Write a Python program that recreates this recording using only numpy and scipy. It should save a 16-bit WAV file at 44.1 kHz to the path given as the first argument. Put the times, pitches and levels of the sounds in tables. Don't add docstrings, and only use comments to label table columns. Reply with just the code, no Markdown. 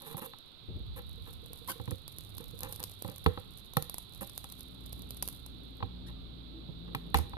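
import sys
import numpy as np
from scipy import signal
from scipy.fft import rfft, irfft
from scipy.io import wavfile

SR = 44100
rng = np.random.default_rng(int(sys.argv[2]) if len(sys.argv) > 2 else 0)


def dump_mix(stems):
    frames = np.atleast_2d(stems).T
    limited = np.clip(frames, -1, 1)
    pcm = np.round(limited * 32767).astype(np.int16)
    wavfile.write(sys.argv[1], SR, pcm)


N = 325308
TIME = np.arange(N) / SR


def undb(db):
    return 10 ** (np.asarray(db) / 20)


def unit(x):
    return x / np.sqrt(np.mean(x ** 2))


def add(track, s, sound):
    i = max(int(s * SR), 0)
    part = sound[:max(N - i, 0)]
    track[i:i + len(part)] += part


def convolve(x, response):
    return signal.fftconvolve(np.atleast_2d(x), response, axes=1)[:, :N]


def colour(rows, size=4096):
    hz, *sides = np.transpose(rows)
    log_hz = np.log(np.maximum(np.fft.rfftfreq(size, 1 / SR), 1))
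    log_gains = [np.log(undb(np.interp(log_hz, np.log(hz), db))) for db in sides]
    cepstrum = irfft(log_gains)
    cepstrum[:, 1:size // 2] *= 2
    cepstrum[:, size // 2 + 1:] = 0
    return irfft(np.exp(rfft(cepstrum)))


def ring(modes, stiffness=1):
    t = TIME[:SR // 4]
    out = np.zeros((2, len(t)))
    for k, (hz, width, left, right) in enumerate(modes):
        decay = width * np.exp(-np.pi * width * t)
        out += undb([[left], [right]]) * decay * np.sin(2 * np.pi * stiffness * hz * t + k * np.pi)
    return out / np.abs(out).max()


def band_noise(low_hz, high_hz, order=2):
    band = signal.butter(order, [low_hz, high_hz], "band", fs=SR, output="sos")
    return unit(signal.sosfilt(band, rng.standard_normal(N)))


def walk(rate):
    step = int(SR / rate)
    count = N // step + 2
    return np.interp(TIME, np.arange(count) * step / SR, rng.standard_normal(count))


def grains(rate, spread_db):
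    when, size, sign = rng.random((3, N))
    gain = undb(-spread_db * np.log(np.maximum(size, .02)))
    return unit((when < rate / SR) * gain * np.sign(sign - .5))


def ticks(rate, spread_db):
    when, size = rng.random((2, N))
    return (when < rate / SR) * undb(spread_db * 2 * size)


def scatter(clicks, t60, db, channels=2):
    decay = np.exp(-2 * np.log(1000) * TIME[:4096] / t60)
    energy = np.abs(signal.fftconvolve(clicks ** 2, decay / decay.sum())[:len(clicks)])
    return clicks + undb(db) * np.sqrt(energy) * rng.standard_normal((channels, len(clicks)))


def tail(t60, db, size=16384):
    noise = rng.standard_normal((2, size)) * np.exp(-np.log(1000) * TIME[:size] / t60)
    out = undb(db) * noise / np.sqrt(np.sum(noise ** 2, axis=1, keepdims=True))
    out[:, 0] += 1
    return out


def spell(start, length, rise_db_per_s, fall_db_per_s):
    before = np.maximum(start - TIME, 0)
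    after = np.maximum(TIME - start - length, 0)
    return undb(-rise_db_per_s * before - fall_db_per_s * after)


# (frequency [Hz], relative level at left [dB], relative level at right [dB])
AIR_COLOUR = [(29.8, -12, 3), (100, 0.5, -9.5), (320, -6.5, -6), (610, -13, -20), (1334, -19.5, -12.5),
              (1750, -25, -25.5), (3170, -21.5, -10.5), (3370, -22.5, -2), (3920, -16.5, 1.5),
              (4476, -25.5, -10), (5300, -32, -31.5), (5900, -38.5, -44.5), (14400, -36.5, -31),
              (15100, -71, -57)]
RUMBLE_DB, RUMBLE_WAVER_DB = -51.5, 3.5
SHUFFLE_S = 0.682


def background():
    air = unit(convolve(rng.standard_normal((2, N)), colour(AIR_COLOUR))) * undb(-54.0)
    rumble = np.array([band_noise(30, 135.0) for _ in range(2)]) * undb(2. * walk(15))
    onset = spell(SHUFFLE_S, N / SR, rise_db_per_s=117, fall_db_per_s=0)
    resting = undb(RUMBLE_DB + RUMBLE_WAVER_DB * walk(2.627)) * onset
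    return air + undb([[-8.], [0.5]]) * resting * rumble


# (time [s], mean pitch [Hz], relative level [dB])
HUM_COURSE = [(0, 60.24, -87), (4.4, 60.4, -59.5), (4.95, 59.94, -48), (5.3, 58.95, -52.5),
              (5.6, 59.65, -50.5), (6.101, 58.77, -47.5), (6.72, 57.04, -50), (6.8, 57.3, -48.5),
              (6.88, 56.85, -47.5), (7.38, 57.4, -49.5)]
# (multiple of the pitch, relative level [dB], wavering [dB])
HUM_PARTIALS = [(1, -2, 1), (2, -11, 5.5), (3, -16.5, 5)]
# (start [s], length [s], mean frequency [Hz], relative level [dB])
WAVERING_TONES = [(1.996, 1.7, 100, -57), (4.1, 3.3, 255.5, -63), (6.14, 0.15, 1185, -73.5),
                  (6.534, 0.073, 315, -51.5), (6.6, 0.7, 169.9, -53)]
HUM_WANDER = 0.022


def hum():
    s, pitch_hz, level_db = np.transpose(HUM_COURSE)
    swell = undb(np.interp(TIME, s, level_db))
    wandering_hz = np.interp(TIME, s, pitch_hz) * (1 + HUM_WANDER * walk(8.6))
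    phase = 2 * np.pi * np.cumsum(wandering_hz) / SR
    tones = np.zeros(N)
    for k, order_db, waver_db in HUM_PARTIALS:
        tones += swell * undb(order_db + waver_db * walk(10.5)) * np.sin(k * phase)
    for start, length, tone_hz, tone_db in WAVERING_TONES:
        n = int(length * SR)
        drift = 1.57 * walk(14.0)
        tone = undb(tone_db + 2. * walk(10.44)) * np.sin(2 * np.pi * tone_hz * TIME + drift)
        add(tones, start, signal.windows.tukey(n, .4) * tone[:n])
    whirr = np.array([band_noise(120, 332, order=2) for _ in range(2)])
    whirr_level = undb(-6.5 + 2.1 * walk(13)) * swell
    return np.sqrt(2) * undb([[1.], [-2.]]) * tones + whirr_level * whirr


SHUFFLE_ATTACK_S, SHUFFLE_DB, SHUFFLE_HOLD_S, SHUFFLE_FADE_DB_PER_S = 0.0054, -41, 0.11, 19


def shuffle():
    since = np.maximum(TIME - SHUFFLE_S, 0)
    attack = np.minimum(since / SHUFFLE_ATTACK_S, 1)
    level = undb(SHUFFLE_DB) * attack * spell(SHUFFLE_S, SHUFFLE_HOLD_S, 0, SHUFFLE_FADE_DB_PER_S)
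    scuff = band_noise(100, 400, order=3) * np.exp(-since / 0.076) * undb(-6 + 5.1 * walk(58.5))
    rumble = np.array([band_noise(50, 95.5) for _ in range(2)])
    return level * (rumble + scuff)


TRIGGER_S, TRIGGER_T60_S, TRIGGER_LEFT_DB, TRIGGER_RIGHT_DB = 7.144, 0.21, -34.5, -35


def trigger():
    snap = np.zeros(N)
    since = TIME[:SR // 3]
    add(snap, TRIGGER_S, (1 - np.exp(-since / 0.0046)) * np.exp(-np.log(1000) * since / TRIGGER_T60_S))
    echo = np.array([band_noise(580, 2600, order=1) for _ in range(2)])
    echo = signal.sosfilt(signal.butter(8, 13500, fs=SR, output="sos"), echo)
    return undb([[TRIGGER_LEFT_DB], [TRIGGER_RIGHT_DB]]) * snap * echo


# (time [s], length [s], first pitch [Hz], last pitch [Hz], relative level [dB])
TIP_SQUEAKS = [(1.681, 0.0286, 1029, 1123, -22), (1.69, 0.04, 1565, 1543, -26),
               (6.06, 0.035, 1630, 1950, -40)]
# (frequency [Hz], left level [dB], right level [dB])
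TIP_COLOUR = [(297, -10.5, -4.5), (1000, -10.5, -11), (1758, -19.5, -27.5), (4560, -7, -30),
              (5800, -13, -21), (8500, -16, -16.5), (8820, -12.5, -5), (10600, -26, -4), (11560, -6, 1),
              (12450, -13, 0), (13900, -15.5, -9), (14500, -10, -13), (15300, -65, -30)]
# (frequency [Hz], bandwidth [Hz], relative level at left [dB], relative level at right [dB])
STIFF_MODES = [(780, 37, 5.5, 12.5), (870, 106, 3, 7), (965, 76, 7.5, 11.5), (1081, 202, 7.5, 5),
               (1303, 68, 0, 8.5), (1826, 340, 3, 1), (2410, 50, 8, 2.5), (2800, 158, 5, -3.5)]


def squeaks():
    out = np.zeros(N)
    for s, length, first_hz, last_hz, db in TIP_SQUEAKS:
        n = int(length * SR)
        glide_hz = np.linspace(first_hz, last_hz, n) * (1 + 0.06 * walk(1500)[:n])
        phase = 2 * np.pi * np.cumsum(glide_hz) / SR
        overtones = sum(np.sin(k * phase) / k ** 1.3 for k in range(1, 8))
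        add(out, s, undb(db) * signal.windows.tukey(n, .5) * overtones)
    return undb(1.0) * convolve(out, colour(TIP_COLOUR)) + undb(-43.0) * convolve(out, ring(STIFF_MODES))


# (time [s], length [s], relative body level [dB],
# relative treble level [dB], pitch ratio of the bend)
PIN_SCRAPES = [(0, 0.055, -54, -61, 1.1), (0.042, 0.11, -47.5, -48.5, 0.96),
               (0.164, 0.035, -42.5, -40.5, 1.1), (0.209, 0.036, -41, -47.5, 1.04),
               (0.238, 0.032, -46.5, -43.5, 1), (0.956, 0.045, -45.5, -50, 1.06),
               (1.258, 0.041, -49, -57, 1), (1.672, 0.042, -39.5, -34, 1.11), (2.395, 0.031, -52.5, -70, 1),
               (2.61, 0.072, -43.5, -59, 1.04), (2.684, 0.053, -52.5, -48.5, 1.02),
               (2.784, 0.039, -48, -69, 1), (3.049, 0.09, -52.5, -85, 1.16),
               (4.205, 0.031, -40, -39.5, 1.17), (6.08, 0.028, -52.5, -64, 1.2), (6.87, 0.024, -54, -86, 1)]
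# (time [s], relative level [dB])
PIN_NUDGES = [(1.176, -43), (1.427, -41.5), (1.502, -41.5), (1.615, -42), (1.756, -38.5), (2.401, -35),
              (2.533, -38.5), (6.575, -46)]
# (frequency at pitch ratio 1 [Hz],
# bandwidth [Hz], relative level at left [dB], relative level at right [dB])
BEND_MODES = [(163.6, 20.5, -15.5, 8), (305, 41, -21, -1), (459.5, 18.5, -10.5, 8), (507.7, 12, -12, 5)]


def scrapes():
    slips = grains(rate=1200, spread_db=2.5) * undb(2. * walk(170))
    rasp, nudges, left, right = np.zeros((4, N))
    softened = signal.butter(1, 1700, fs=SR, output="sos")
    for s, length, db, treble_db, stiffness in PIN_SCRAPES:
        n = int(length * SR)
        stroke = signal.windows.tukey(n, .4) * unit(slips[int(s * SR):][:n])
        modes = ring(STIFF_MODES) + undb(-5.5) * ring(BEND_MODES, stiffness)
        body = signal.sosfilt(softened, modes)
        for side, response in zip((left, right), body):
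            add(side, s, undb(db - 15.5) * signal.fftconvolve(stroke, response))
        add(rasp, s, undb(treble_db) * stroke)
    for s, db in PIN_NUDGES:
        add(nudges, s, undb([db]))
    treble = signal.butter(2, 7500, "high", fs=SR, output="sos")
    grit = signal.sosfilt(treble, scatter(rasp, t60=0.0069, db=7.5))
    bends = convolve(nudges, ring(BEND_MODES))
    return np.array([left, right]) + convolve(grit, colour(TIP_COLOUR)) + bends


# (time [s], relative clack level [dB], contact hardness [Hz],
# relative thump level [dB], thump pitch at right [Hz], relative bend level [dB], pitch ratio of the bend)
TOOL_KNOCKS = [(0.144, -22, 910, -33, 148, -42, 1.04), (0.335, -30, 6050, -53.5, 115, -64, 1.4),
               (1.798, -23, 1200, -33.5, 110, -34.5, 1.03), (1.877, -19, 1400, -30, 124, -35, 1),
               (1.914, -22.5, 1520, -30, 96, -30, 1.05), (3.047, -19, 1000, -35.5, 113, -31.5, 1.12),
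               (3.086, -22.5, 1100, -38, 123, -36, 1), (3.2613, -4.5, 3270, -17, 87.3, -12.5, .97),
               (3.3746, -14, 1000, -41.5, 100, -34, 1.08), (3.7685, -6, 2720, -23, 147, -22.5, 1.03),
               (4.216, -25.5, 1400, -53, 129, -30.5, 1.17), (4.442, -27.5, 2000, -64, 121, -50, 1.07),
               (5.224, -23.5, 1500, -62, 116, -44, 0.76), (5.804, -22, 1000, -42, 100, -41, 1),
               (5.826, -10.5, 1100, -29, 101, -32, .945), (6.687, -34, 500, -35, 149, -45, 1.13),
               (6.948, -13, 3180, -33, 139, -36, 0.92), (7.144, -1.5, 2800, -19.5, 74.3, -20.5, 0.96),
               (7.1858, -16, 1200, -26, 81.5, -31.5, 0.95), (7.334, -17, 1280, -39.5, 100, -49, 0.82),
               (7.369, -16, 1490, -38, 100, -31, 1)]
DULL_THUD_DB, DULL_THUD_S = -1.5, 0.0096


def knocks():
    clack, weight, left, right = np.zeros((4, N))
    t = TIME[:SR // 3]
    for s, clack_db, hard_hz, thump_db, thump_hz, bend_db, stiffness in TOOL_KNOCKS:
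        push = t * np.exp(-2 * np.pi * hard_hz * t)
        impulse = 1. * (TIME[:4096] == 0)
        contact = scatter(impulse, t60=0.015, db=-6.0, channels=1)[0]
        add(clack, s, undb(clack_db - 5.5) * np.convolve(contact, push[:200] / push.sum()))
        for side, bend in zip((left, right), ring(BEND_MODES, stiffness)):
            add(side, s, undb(bend_db) * bend)
        add(weight, s, undb(thump_db + DULL_THUD_DB) * t / DULL_THUD_S * np.exp(1 - t / DULL_THUD_S))
        cycles = thump_hz * t
        bounce = undb(thump_db + 5.0) * (1 - np.exp(-cycles / 0.44)) * np.exp(-cycles / 1.98)
        near_end = np.sin(2 * np.pi * cycles) - 0.45 * np.sin(2 * np.pi * 0.73 * cycles)
        far_end = undb(-8.5) * np.cos(2 * np.pi * 0.974 * cycles + 0.7)
        add(right, s, bounce * near_end)
        add(left, s, bounce * far_end)
    crack_band = signal.butter(5, [3200, 4450], "band", fs=SR, output="sos")
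    crack = signal.sosfilt(crack_band, scatter(clack, t60=0.039, db=0.5))
    thud_noise = np.array([band_noise(46, 334, order=3) for _ in range(2)])
    thud = undb([[-21.], [-10.]]) * weight * thud_noise
    return convolve(clack, ring(STIFF_MODES)) + undb(18.0) * crack + thud + np.array([left, right])


# (time [s], relative level [dB])
BRIGHT_SNAPS = [(0.386, -23.5), (1.5324, -15.5), (1.7177, -11.5), (1.909, -10.5), (2.0793, -13),
                (2.1849, -13.5), (2.3819, -11), (2.6067, -12), (2.6327, -3), (2.725, -7.5), (2.7307, -16),
                (2.7607, -14), (2.802, -12.5), (2.8291, -9.5), (2.8386, -5), (3.0228, -9), (3.2641, -11.5),
                (3.7355, -13), (3.7694, 0.5), (3.8243, -6), (3.8968, -9), (3.943, -7.5), (3.9828, -8.5),
                (4.297, -15.5), (4.378, -7), (4.4425, -12.5), (4.523, -13.5), (4.6074, -14.5),
                (4.9291, -13), (5.1066, -10.5), (5.2251, -0.5), (5.2281, -5), (5.2768, -6.5), (5.2867, -8),
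                (5.4631, -15), (6.9499, -10), (7.1439, -3.5), (7.1726, -4), (7.1862, -7.5)]
# (start [s], length [s], relative level [dB])
BOILING_SPELLS = [(0, 0.078, -74), (1.167, 0.4, -74.5), (1.56, 0.32, -69), (2.266, 1.19, -69),
                  (3.743, 0.43, -78.5), (4.28, 0.21, -67.5), (4.803, 0.56, -70.5), (7.32, 0.076, -75.5)]
HEAT_DB_PER_S, COOL_DB_PER_S = 39, 36.5
SPUTTER_PER_S, SPUTTER_DB, SPUTTER_SPREAD_DB = 35, 35.5, 8.5


def flux_and_bright_snaps():
    spells = [undb(db) * spell(s, length, HEAT_DB_PER_S, COOL_DB_PER_S) for s, length, db in BOILING_SPELLS]
    boil = np.max(spells, axis=0)
    bursts = undb(SPUTTER_DB) * boil * ticks(SPUTTER_PER_S, SPUTTER_SPREAD_DB)
    for s, db in BRIGHT_SNAPS:
        add(bursts, s, undb([db]))
    flurries = undb(2 * walk(20))
    sizzle = grains(rate=1000, spread_db=6.5) * boil * undb(13.5) * flurries
    fizz = undb(-3.0) * boil * rng.standard_normal((2, N))
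    snaps = scatter(bursts, t60=0.011, db=3.5) + scatter(sizzle, t60=0.025, db=-5.0) + fizz
    return convolve(snaps, colour(TIP_COLOUR))


LEFT_LAG = 8


def scene():
    tip = convolve(flux_and_bright_snaps() + scrapes() + squeaks(), tail(t60=0.28, db=-12.0))
    room = tail(t60=0.5, db=-19)
    work = tip + trigger() + convolve(knocks(), room)
    work[0] = np.pad(work[0], (LEFT_LAG, 0))[:N]
    return work + hum() + shuffle() + background()


TOP_HZ = 16300


def record(dry):
    return signal.sosfilt(signal.ellip(8, .2, 70, TOP_HZ, fs=SR, output="sos"), dry)


dry = scene()
out = record(dry)
dump_mix(out)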